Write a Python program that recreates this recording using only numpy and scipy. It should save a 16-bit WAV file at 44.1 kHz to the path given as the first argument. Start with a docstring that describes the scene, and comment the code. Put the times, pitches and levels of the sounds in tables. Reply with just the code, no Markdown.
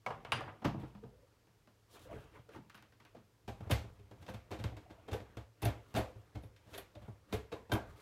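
"""Clacks, low thumps, scrapes and short squeaks: a plastic blender jar is handled on a kitchen counter.
The lid clacks down, the loaded jar is set down, slid off the edge and carried to the motor base, where it is
rocked and twisted until it seats. Each blow is a chatter of contacts that rings the plastic and thumps the
hollow counter. Rubbing is grainy noise, squeaks are gliding tones, catches are sprays of high snaps,
and one clack rings steel; a quiet room with a faint hum lies beneath."""
import sys
import numpy as np
from scipy import signal
from scipy.fft import rfft, irfft, next_fast_len
from scipy.io import wavfile

SR = 44100
rng = np.random.default_rng(int(sys.argv[2]) if len(sys.argv) > 2 else 0)


def master_out(mix):
    """Clip the mix to full scale and print it as 16-bit PCM to the path in sys.argv[1]."""
    frames = np.transpose(np.atleast_2d(mix))
    ceiling = np.clip(frames, -1, 1)
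    pcm = np.round(ceiling * 32767).astype(np.int16)
    wavfile.write(sys.argv[1], SR, pcm)


N = 353241
TIME = np.arange(N) / SR
AGE = TIME[:int(.5 * SR)]   # time since the start of a single sound (s)


def from_db(db):
    """Decibels to amplitude gain."""
    return 10 ** (np.asarray(db) / 20)


def rms(x):
    """Root mean square, kept just above zero."""
    return np.sqrt(np.mean(x ** 2) + 1e-24)


def fade(t60):
    """Amplitude of a ring that loses 60 dB in t60 seconds."""
    return np.exp(-np.log(1000) * AGE / t60)


def butter(x, hz, kind, order=3):
    """Causal low- or high-pass."""
    return signal.sosfilt(signal.butter(order, hz, kind, fs=SR, output="sos"), x)


def split(x, edges):
    """Crossover: one signal per register, from low to high."""
    parts = []
    for hz in edges:
        parts.append(butter(x, hz, "low", order=5))
        x = butter(x, hz, "high", order=5)
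    return parts + [x]


def add(out, s, sound):
    """Mix a sound into out at time s, cut off at the end."""
    space = out[int(s * SR):][:len(sound)]
    space += sound[:len(space)]


def noise(colour, shape):
    """Noise with the given spectrum, rms 1; it falls 12 dB per octave below the lowest point."""
    hz, db = np.transpose(colour)
    size = next_fast_len(shape[-1])
    bins = np.fft.rfftfreq(size, 1 / SR) + 1e-3
    gain = from_db(np.interp(np.log(bins), np.log(hz), db))
    gain = gain * np.minimum(bins / hz[0], 1) ** 2
    white = rng.standard_normal(shape[:-1] + (size,))
    x = irfft(rfft(white) * gain, size)[..., :shape[-1]]
    return x / rms(x)


def chatter(peak_s, first, per_s=600, spread_db=6):
    """Force of each blow: a first touch, then uneven micro-contacts that build up and die away; unit energy."""
    shape = (len(peak_s), len(AGE))
    touches = (rng.random(shape) < per_s / SR) * rng.choice([-1, 1], shape)
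    pressure = AGE / peak_s * np.exp(1 - AGE / peak_s)
    force = touches * from_db(spread_db * rng.uniform(-1.54, 1, shape)) * pressure
    force[:, 0] = first
    return force / np.linalg.norm(force, axis=1, keepdims=True)


def ring(force, hz, t60, detune=0):
    """One mode rung by each row of force; grip and load shift its pitch from blow to blow; unit energy."""
    r = fade(t60)[1]
    angles = 2 * np.pi * hz / SR * (1 + detune * rng.standard_normal(len(force)))
    rings = []
    for angle, row in zip(angles, force):
        resonator = [1, -2 * r * np.cos(angle), r * r]
        rings.append(signal.lfilter([0, 1], resonator, row + 1e-18))   # the offset keeps the filter awake
    x = np.array(rings)
    return x / np.linalg.norm(x, axis=1, keepdims=True)


def register_levels(voice_db, level_db, weight_db, hardness_db):
    """Weight lifts the two low registers of a blow, hardness the two high ones."""
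    hollow_db = 0.21 * weight_db   # share of the weight that also reaches the hollow register
    return level_db + np.array(voice_db) + [weight_db, hollow_db, 0, hardness_db, hardness_db]


def strike(blows, modes, crowd, voice_db, first, crowd_db, plastic_t60, room_db, room_t60, swell_s, lead_s):
    """All blows on one thing: its modes, a quickly dying crowd of weak modes and their tail in the kitchen."""
    # crossovers between the thump, hollow, knock, clack and tick registers: f/Hz
    register_edges = [150, 450, 1200, 4500]
    blows = np.array(blows)
    force = chatter(blows[:, -1:] / 2, first)   # pressure peaks halfway through the contact time
    # the heavy counter feels only the whole push, and takes some cycles to swing up
    push = np.tile(AGE == 0, (len(blows), 1)) * 1.
    swell = 1 - np.exp(-(AGE / swell_s) ** 2)
    sound = 0
    for hz, db, t60 in modes:
        # the counter answers every blow much alike; the plastic's modes depend on where it is hit
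        vary_db = 4.5
        if hz < register_edges[0]:
            mode = ring(push, hz, t60) * swell
            vary_db *= 0.23
        else:
            mode = ring(force, hz, t60, detune=0.0165)
        # the contacts excite the stiff, high modes of the plastic more
        edge_db = 3 * (hz > register_edges[1])
        mode_db = db + edge_db + vary_db * rng.standard_normal((len(blows), 1))
        sound = sound + mode * from_db(mode_db)
    # every touch feeds the crowd; the room holds on to it longer than the plastic
    decay = fade(plastic_t60) ** 2 + (from_db(room_db) * fade(room_t60)) ** 2
    power = signal.fftconvolve(force ** 2, decay[None] / decay.sum(), axes=1)[:, :len(AGE)]
    sound = sound + from_db(crowd_db) * noise(crowd, force.shape) * np.sqrt(np.abs(power))
    # level, weight and hardness set the strength of each register in the first 40 ms
    attack = int(.04 * SR)
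    out = np.zeros(N)
    for k, register in enumerate(split(sound, register_edges)):
        early_s = lead_s if k == 0 else 0   # how far the thump comes ahead of the edges' click
        for (s, level, weight, hardness, _), part in zip(blows, register):
            db = register_levels(voice_db, level, weight, hardness)[k]
            add(out, s - early_s, part * from_db(db) / rms(part[:attack]))
    return out


def base_blows():
    """The jar knocks against the motor base, the thump slightly ahead of the click."""
    # knocks while the jar is rocked and twisted in: t/s, level/dB, weight/dB, hardness/dB, contact/s
    blows = [(3.478, -45, 3, -2, 0.011), (3.605, -54, 10.5, -6.5, 0.0039), (3.67, -57, 4, -15, 0.0038),
             (3.697, -37, -11, -7.5, 0.0093), (3.709, -38.5, 12.5, 9, 0.0077), (3.775, -57, 7, -16, 0.015),
             (3.84, -57.5, 6, -7, 0.0065), (3.992, -66, 13, -2, .004), (4.112, -57.5, 6.5, -3, 0.0027),
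             (4.224, -62.5, 4, 4, .004), (4.265, -61, -2, 6, 0.0035), (4.281, -46, -1, -2, 0.0096),
             (4.339, -54, 12, 3.5, .0057), (4.507, -44, 0.5, -0.5, 0.021), (4.588, -52.5, 12, 2.5, 0.013),
             (4.64, -46.5, 14, 4.5, 0.0023), (4.719, -59, 10, -16, 0.0098), (4.766, -56, 7, 2, 0.0048),
             (4.899, -55, -4, -3.5, 0.012), (5.080, -49, -7, -3, 0.01), (5.113, -50, 14.5, 3, 0.009),
             (5.131, -42, -20, -0.5, 0.0032), (5.202, -56.5, 8, -1, 0.0024), (5.369, -50.5, 8.5, 0, 0.0032),
             (5.619, -40.5, 6, 0.5, 0.013), (5.654, -42.5, 15.5, 6, 0.0013), (5.942, -40, 4, 0.5, 0.015),
             (5.96, -36.5, -15, 2, 0.011), (5.976, -37.5, 4.5, -10, .014), (6.158, -66.5, 18.5, -9, 0.0034),
             (6.348, -51.5, 12, -2, 0.014), (6.435, -60.5, 13, -1.5, .0073),
             (6.562, -82.5, -17, 22, 0.0032), (6.658, -64, 8, -1, 0.034), (6.733, -50.5, -21, 6.5, 0.015),
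             (6.778, -49, -44, 4.5, 0.0044), (6.952, -59, 9, 2, 0.0041), (7.016, -61.5, 9, -1.5, 0.0079),
             (7.08, -55, 11.5, -16, 0.0049), (7.326, -41, 8, 3, 0.0071), (7.518, -45, -4.5, -0.5, .012),
             (7.695, -49, 1, -8.5, 0.014), (7.718, -34.5, 6, 1.5, 0.013), (7.752, -37.5, -12, -11, 0.0035)]
    # modes of the jar seated on the base: f/Hz, relative level/dB, t60/s
    modes = [(49.7, -10, 0.55), (67.3, 9.5, 0.28), (106.1, 15.5, 0.2), (113.2, 12.5, 0.27),
             (210.8, 7, 0.057), (311.2, 5, 0.15), (397, -1, 0.17), (520, -10, 0.37), (635, -10.5, 0.15),
             (697, -9.5, 0.18), (816, -9.5, 0.29), (1586, -9, 0.13), (2183, -8.5, 0.21),
             (2640, -7.5, 0.031), (3164, -6.5, 0.091), (3586, -6, 0.063), (4220, -69, 0.11)]
    # spectrum of the weaker modes between them: f/Hz, relative level per Hz/dB
    crowd = [(35, 1.5), (100, 17), (155, 4.5), (250, 7.5), (380, -0.5), (620, 2), (1200, -5), (1900, -0.5),
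             (2500, -0.5), (3500, -5.5), (5000, -21), (8000, -26.5), (10000, -33.5), (12000, -30),
             (14000, -32), (16000, -88)]
    # thump, hollow, knock, clack and tick of a plain blow: level/dB
    voice_db = [-3.5, -4.5, -5, -12.5, -15.5]
    return strike(blows, modes, crowd, voice_db, first=0.81, crowd_db=14.0, plastic_t60=0.041,
                  room_db=-5.5, room_t60=0.29, swell_s=0.0096, lead_s=0.0043)


def jar_blows():
    """The loaded jar lands on the counter, its load tumbles and fingers tap it."""
    # landing, load and fingers: t/s, level/dB, weight/dB, hardness/dB, contact/s
    blows = [(.618, -43, -20, -7.5, 0.0069), (.645, -28.5, -3, 2, 0.0078), (.742, -41.5, 3, -13, 0.0021),
             (.772, -50.5, 8, -19, 0.013), (.826, -46, 4.5, -5.5, 0.016), (.949, -54, 5, 0.5, 0.0021),
             (1.036, -52.5, 5, -5, 0.0021), (1.471, -69.5, 0, 6, 0.002), (1.672, -58.5, -26, 1.5, 0.0036),
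             (2.107, -48.5, -21, -23, .008), (2.132, -51.5, 4.5, -22, .001),
             (2.391, -72.5, 22.5, -2, 0.004), (2.49, -62.5, -21, 11.5, 0.0047), (2.56, -54, 5, 4.5, 0.0044),
             (2.698, -69.5, -22, 24.5, 0.0036), (2.745, -59, -13, 16, 0.0043), (2.777, -66, 2, 17, 0.0027),
             (2.825, -64.5, -9, 15, 0.001), (2.923, -71, 0, 15.5, .0032), (3.0, -65, -7, 14.5, 0.0028),
             (3.051, -61.5, -29, 12.5, .0033), (3.15, -54, -4, 1, 0.012)]
    # modes of the loaded jar on the counter: f/Hz, relative level/dB, t60/s
    modes = [(57.2, -3, 0.83), (104, -2, 0.29), (127.5, 9, 0.24), (159.6, 0.5, 0.45), (203.3, 6.5, 0.37),
             (235.4, 4, 0.18), (317, 7.5, 0.1), (393.5, -26.5, 0.45), (492, -18, 0.089), (640, -20, 0.66),
             (920, -15.5, 1), (1276, -20, 0.28), (1540, -16, 0.076)]
    # spectrum of the weaker modes between them: f/Hz, relative level per Hz/dB
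    crowd = [(40, -9), (110, 7), (230, 14.5), (450, 4), (750, 8.5), (1500, -2), (2200, -5), (2900, -5.5),
             (6000, -25), (9000, -37.5), (13000, -36), (16000, -52)]
    # thump, hollow, knock, clack and tick of a plain blow: level/dB
    voice_db = [-7.5, -7, -12.5, -18, -28]
    return strike(blows, modes, crowd, voice_db, first=0.67, crowd_db=11.0, plastic_t60=0.031,
                  room_db=-6, room_t60=0.25, swell_s=0.0026, lead_s=0)


def lid_blows():
    """The lid clacks onto the counter, led by a strong first touch."""
    # clacks of the lid: t/s, level/dB, weight/dB, hardness/dB, contact/s
    blows = [(.063, -37, -18, -1.5, 0.0048), (.105, -41, -24, -10, 0.0017), (.249, -50, -3, 1.5, 0.0012),
             (.32, -36.5, -6.5, 9, 0.0014), (.408, -44.5, -5.5, -4, 0.0042), (.478, -49.5, -17, -13, 0.017)]
    # modes of the lid on the counter: f/Hz, relative level/dB, t60/s
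    modes = [(55.3, -21, 0.36), (102.4, 3, 0.61), (122, 10, 0.26), (150.5, 1.5, 0.46), (229, -1.5, 0.68),
             (767, -1, 0.38), (1066, -9, 0.43), (1220, -12, 0.194), (1660, 3.5, 0.12), (1680, -22, .25),
             (2000, -18, .22), (2210, 7, 0.05), (2860, -14, 0.078)]
    # spectrum of the weaker modes between them: f/Hz, relative level per Hz/dB
    crowd = [(50, -39), (130, 6), (280, -14), (500, 7), (1100, 12), (1900, 4.5), (2900, 7), (4200, -7.5),
             (7000, -20), (12000, -28), (16000, -55)]
    # thump, hollow, knock, clack and tick of a plain blow: level/dB
    voice_db = [-6.5, -12.5, -4.5, -9, -21.5]
    return strike(blows, modes, crowd, voice_db, first=2.2, crowd_db=18.5, plastic_t60=0.044,
                  room_db=-7.5, room_t60=0.29, swell_s=0.0096, lead_s=0)


def rubbing_effort():
    """Gains of rumble, scrape and hiss: hands rub lightly throughout, each stroke swells and fades on top."""
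    # light rubbing of hands on the jar, ahead of the friction trims: t/s, level/dB
    handling = [(0, -88), (.15, -56.5), (.9, -67), (1.3, -67.5), (1.8, -71), (2.3, -82), (2.65, -66),
                (3.3, -71), (3.8, -67), (4.45, -62), (5.35, -58), (5.5, -71.5), (5.8, -62), (6.6, -65.5),
                (7.25, -65), (8.0, -59.5)]
    # scrapes of plastic on counter and base, ahead of the friction trims;
    # weight and hiss are relative to the level: peak t/s, length/s, level/dB, weight/dB, hiss/dB
    strokes = [(0.106, 0.11, -47.5, 0, -32), (0.39, .15, -38.5, -14, -35), (0.488, 0.066, -44.5, -14, -46),
               (0.816, 0.12, -48.5, -13, -14), (1.966, 0.13, -50.5, -25, 0.5),
               (2.129, 0.24, -47.5, 2.5, -14), (2.23, 0.082, -60, -1, -3), (2.361, 0.079, -47.5, -5, -15.5),
               (2.534, 0.097, -51.5, -8, -14), (2.551, .06, -47.5, -8, -17), (3.674, 0.3, -52, 10, -13),
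               (3.89, 0.15, -58.5, 9, -13), (4.22, 0.12, -58.5, 15, -5.5), (4.65, 0.13, -50, -2, -27),
               (5.684, 0.12, -40.5, -16, -17), (5.965, 0.36, -55, -3, -8), (6.74, 0.16, -53, 5, -5),
               (7.06, 0.11, -56.5, 12.5, -10), (7.338, 0.068, -42, 8.5, -7.5), (7.9, .2, -53, 5, -12),
               (8.0, 0.16, -56.5, 8, -5)]
    fall_db, rise_share = 18, 0.57   # a scrape fades this far over its length, and swells in this share of it
    t = TIME[::40]
    hands = np.interp(t, *np.transpose(handling))
    hands_balance_db = np.array([[0.5], [0], [-23.5]])   # rumble, scrape, hiss
    power = from_db(hands + hands_balance_db) ** 2
    for s, length, db, weight, hiss in strokes:
        away = np.maximum(t - s, (s - t) / rise_share) / length
        balance_db = np.array([[weight], [0], [hiss]])
        power = power + from_db(db - fall_db * away + balance_db) ** 2
    return [np.interp(TIME, t, gain) for gain in np.sqrt(power)]


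def friction(slips_per_s, slip_db, slip_t60, rumble_db, scrape_db, hiss_db):
    """Rubbing: a stream of tiny slips of uneven size, each leaving a short ring in one narrow range."""
    # spectrum of the rubbing: f/Hz, relative level per Hz/dB
    rub_colour = [(21, -70), (35, 1.5), (102, 6.5), (264, -16), (300, -7.5), (359, -9.5), (452, -9.5),
                  (814, -16.5), (925, -14), (1050, -15.5), (1230, -16), (3240, -27.5), (4880, -38),
                  (12200, -42.5), (15800, -47)]
    edges = np.geomspace(250, 3500, 14)   # rumble lies below these (Hz), hiss above
    ranges = []
    for part in split(noise(rub_colour, (N,)), edges):
        size_db = slip_db * np.minimum(rng.exponential(1, N), 3)
        slips = (rng.random(N) < slips_per_s / SR) * from_db(size_db)
        power = signal.lfilter([1], [1, -fade(slip_t60)[1] ** 2], slips ** 2 + 1e-18)
        grain = np.sqrt(power)
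        ranges.append(part * grain / rms(grain))
    parts = (ranges[0], sum(ranges[1:-1]), ranges[-1])
    out = 0
    for part, gain, trim_db in zip(parts, rubbing_effort(), (rumble_db, scrape_db, hiss_db)):
        out = out + part / rms(part) * gain * from_db(trim_db)
    return out


def squeaks(width_hz=45, clean=0.49, room_db=-6, room_t60=0.38, level_db=-1):
    """Each slip is a rough, gliding resonance that swells and stops; the kitchen rings on briefly."""
    # damp plastic sticking and slipping: t/s, length/s, starting f/Hz, level ahead of level_db/dB
    slips = [(1.026, 0.043, 443, -55), (1.107, 0.074, 468, -69.5), (1.156, 0.04, 548, -70.5),
             (1.215, 0.045, 506, -67), (2.045, 0.043, 520, -60.5), (2.086, 0.055, 652, -54.5),
             (2.117, .07, 449, -54.5), (2.486, 0.022, 462, -57), (2.547, 0.04, 900, -59.5),
             (2.557, 0.0433, 313, -57.5), (3.147, 0.0126, 543, -53.5), (4.254, 0.039, 746, -67),
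             (4.71, 0.039, 800, -63), (4.858, .012, 706, -60.5), (4.973, 0.035, 676, -67),
             (5.072, 0.032, 450, -50.5), (5.13, 0.042, 462, -44.5), (5.654, 0.0326, 661, -41.5),
             (5.954, 0.067, 680.5, -41.5), (6.073, 0.044, 537, -60), (6.944, 0.051, 604, -60),
             (7.33, 0.036, 439, -40.5), (7.513, 0.053, 461.6, -47.5), (7.55, 0.026, 1046, -57),
             (7.717, 0.0215, 1560, -40)]
    sag_octaves_per_s = 0.95   # the pitch sinks as the slip slows
    out = np.zeros(N)
    for s, length, hz, db in slips:
        progress = np.linspace(0, 1, int(length * SR))
        pitch = hz * 2 ** (-sag_octaves_per_s * length * progress)
        phase = 2 * np.pi * np.cumsum(pitch) / SR
        waver = butter(rng.standard_normal((2, len(AGE))), width_hz, "low", order=2)[:, -len(phase):]
        in_phase, quadrature = [w / rms(w) / 2 for w in waver]
        tone = (clean + in_phase) * np.sin(phase) + quadrature * np.cos(phase)
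        tone = tone * np.sin(np.pi * progress)
        add(out, s, from_db(db + level_db) * tone / rms(tone))
    echoes = rng.standard_normal(len(AGE)) * fade(room_t60)
    tail = signal.fftconvolve(out, echoes / np.linalg.norm(echoes))[:N]
    return out + from_db(room_db) * tail


def catches(low_hz=9800, high_hz=13700, t60=0.13):
    """A spray of tiny stick-slip snaps at the very top of the range, with a short tail."""
    # sharp edges catching as the jar is shifted and twisted in: t/s, level/dB, length/s
    snags = [(2.752, -75.5, .004), (3.708, -50.5, 0.0063), (4.293, -74, 0.0068), (4.336, -79, .004),
             (4.635, -78, .005), (5.126, -67, 0.019), (5.621, -58.5, 0.0038), (5.648, -52, 0.005),
             (5.966, -57, 0.019), (6.42, -77.5, 0.029), (6.732, -67, 0.028), (6.778, -56.5, 0.0045),
             (7.324, -62.5, 0.02), (7.721, -53.5, 0.014)]
    band = signal.butter(2, [low_hz, high_hz], "band", fs=SR, output="sos")
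    s, db, length = np.transpose(snags)
    tail = rng.standard_normal(len(AGE)) * fade(t60)
    tail = tail / np.linalg.norm(tail)
    out = np.zeros(N)
    for k, snaps in enumerate(chatter(length[:, None] / 2, first=0.45, per_s=4300)):
        ringing = signal.fftconvolve(snaps, tail)[:len(AGE)]
        spray = signal.sosfilt(band, snaps + ringing)
        add(out, s[k], spray * from_db(db[k]) / rms(spray[:SR // 25]))   # level of the first 40 ms
    return out


def ping(spread_hz=22, partner_db=-7):
    """Steel rings on after the sharpest clack; each mode has two weaker neighbours that beat with it."""
    # modes of the steel: f/Hz, relative level/dB, t60/s
    steel_modes = [(1480, -10, 0.21), (2060, -15.5, .4), (2654, -15, .27), (2840, -1, 0.093),
                   (2966, -26.5, 0.37), (4810, -13.5, 0.3), (9600, -15.5, 0.19)]
    sound = 0
    for hz, db, t60 in steel_modes:
        pitches = hz + spread_hz * np.array([[0], [-1], [2]])
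        partials = np.sin(2 * np.pi * (pitches * AGE + rng.random((3, 1))))
        beating = partials[0] + from_db(partner_db) * (partials[1] + partials[2])
        sound = sound + from_db(db) * fade(t60) * beating
    out = np.zeros(N)
    add(out, .32, from_db(-36) * sound)
    return out


def nearby_walls(x):
    """Early echoes comb the sound; the sum is scaled down by their nominal added power."""
    # echoes from backsplash, cupboard and stove top: delay/s, level ahead of the scaling/dB
    reflections = [(.0019, -37), (.0043, -21), (.0071, -22.5)]
    out = x.copy()
    for delay_s, db in reflections:
        add(out, delay_s, from_db(db) * butter(x, 300, "high", order=1))
    return out / np.sqrt(1 + sum(from_db(db) ** 2 for _, db in reflections))


def room_tone():
    """Still kitchen air as coloured noise, with a faint appliance hum as a steady sine."""
    # spectrum of the still room: f/Hz, relative level per Hz/dB
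    room_colour = [(25, -2.5), (60, -4), (110, -1), (170, -16), (400, -11.5), (900, -23), (2000, -25),
                   (5000, -25), (10000, -32), (13000, -31.5), (15800, -37)]
    hum_hz, hum_db, air_db = 109.6, -75.5, -73   # rms levels
    hum = from_db(hum_db) * np.sqrt(2) * np.sin(2 * np.pi * hum_hz * TIME)
    return hum + from_db(air_db) * noise(room_colour, (N,))


def scene():
    """Blows on lid, jar and base, the rubbing and squeaking between them, and the room."""
    blows = lid_blows() + jar_blows() + base_blows()
    rub = friction(slips_per_s=110, slip_db=2.0, slip_t60=0.18, rumble_db=-8, scrape_db=-8, hiss_db=-11)
    handled = nearby_walls(blows + rub + catches())
    return (handled + ping() + squeaks() + room_tone())[None]


def record(dry):
    """The microphone loses the deepest bass; the top is cut steeply."""
    top = signal.ellip(12, .2, 70, 15850, fs=SR, output="sos")
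    return signal.sosfilt(top, butter(dry, 39, "high", order=3))


dry = scene()
out = record(dry)
master_out(out)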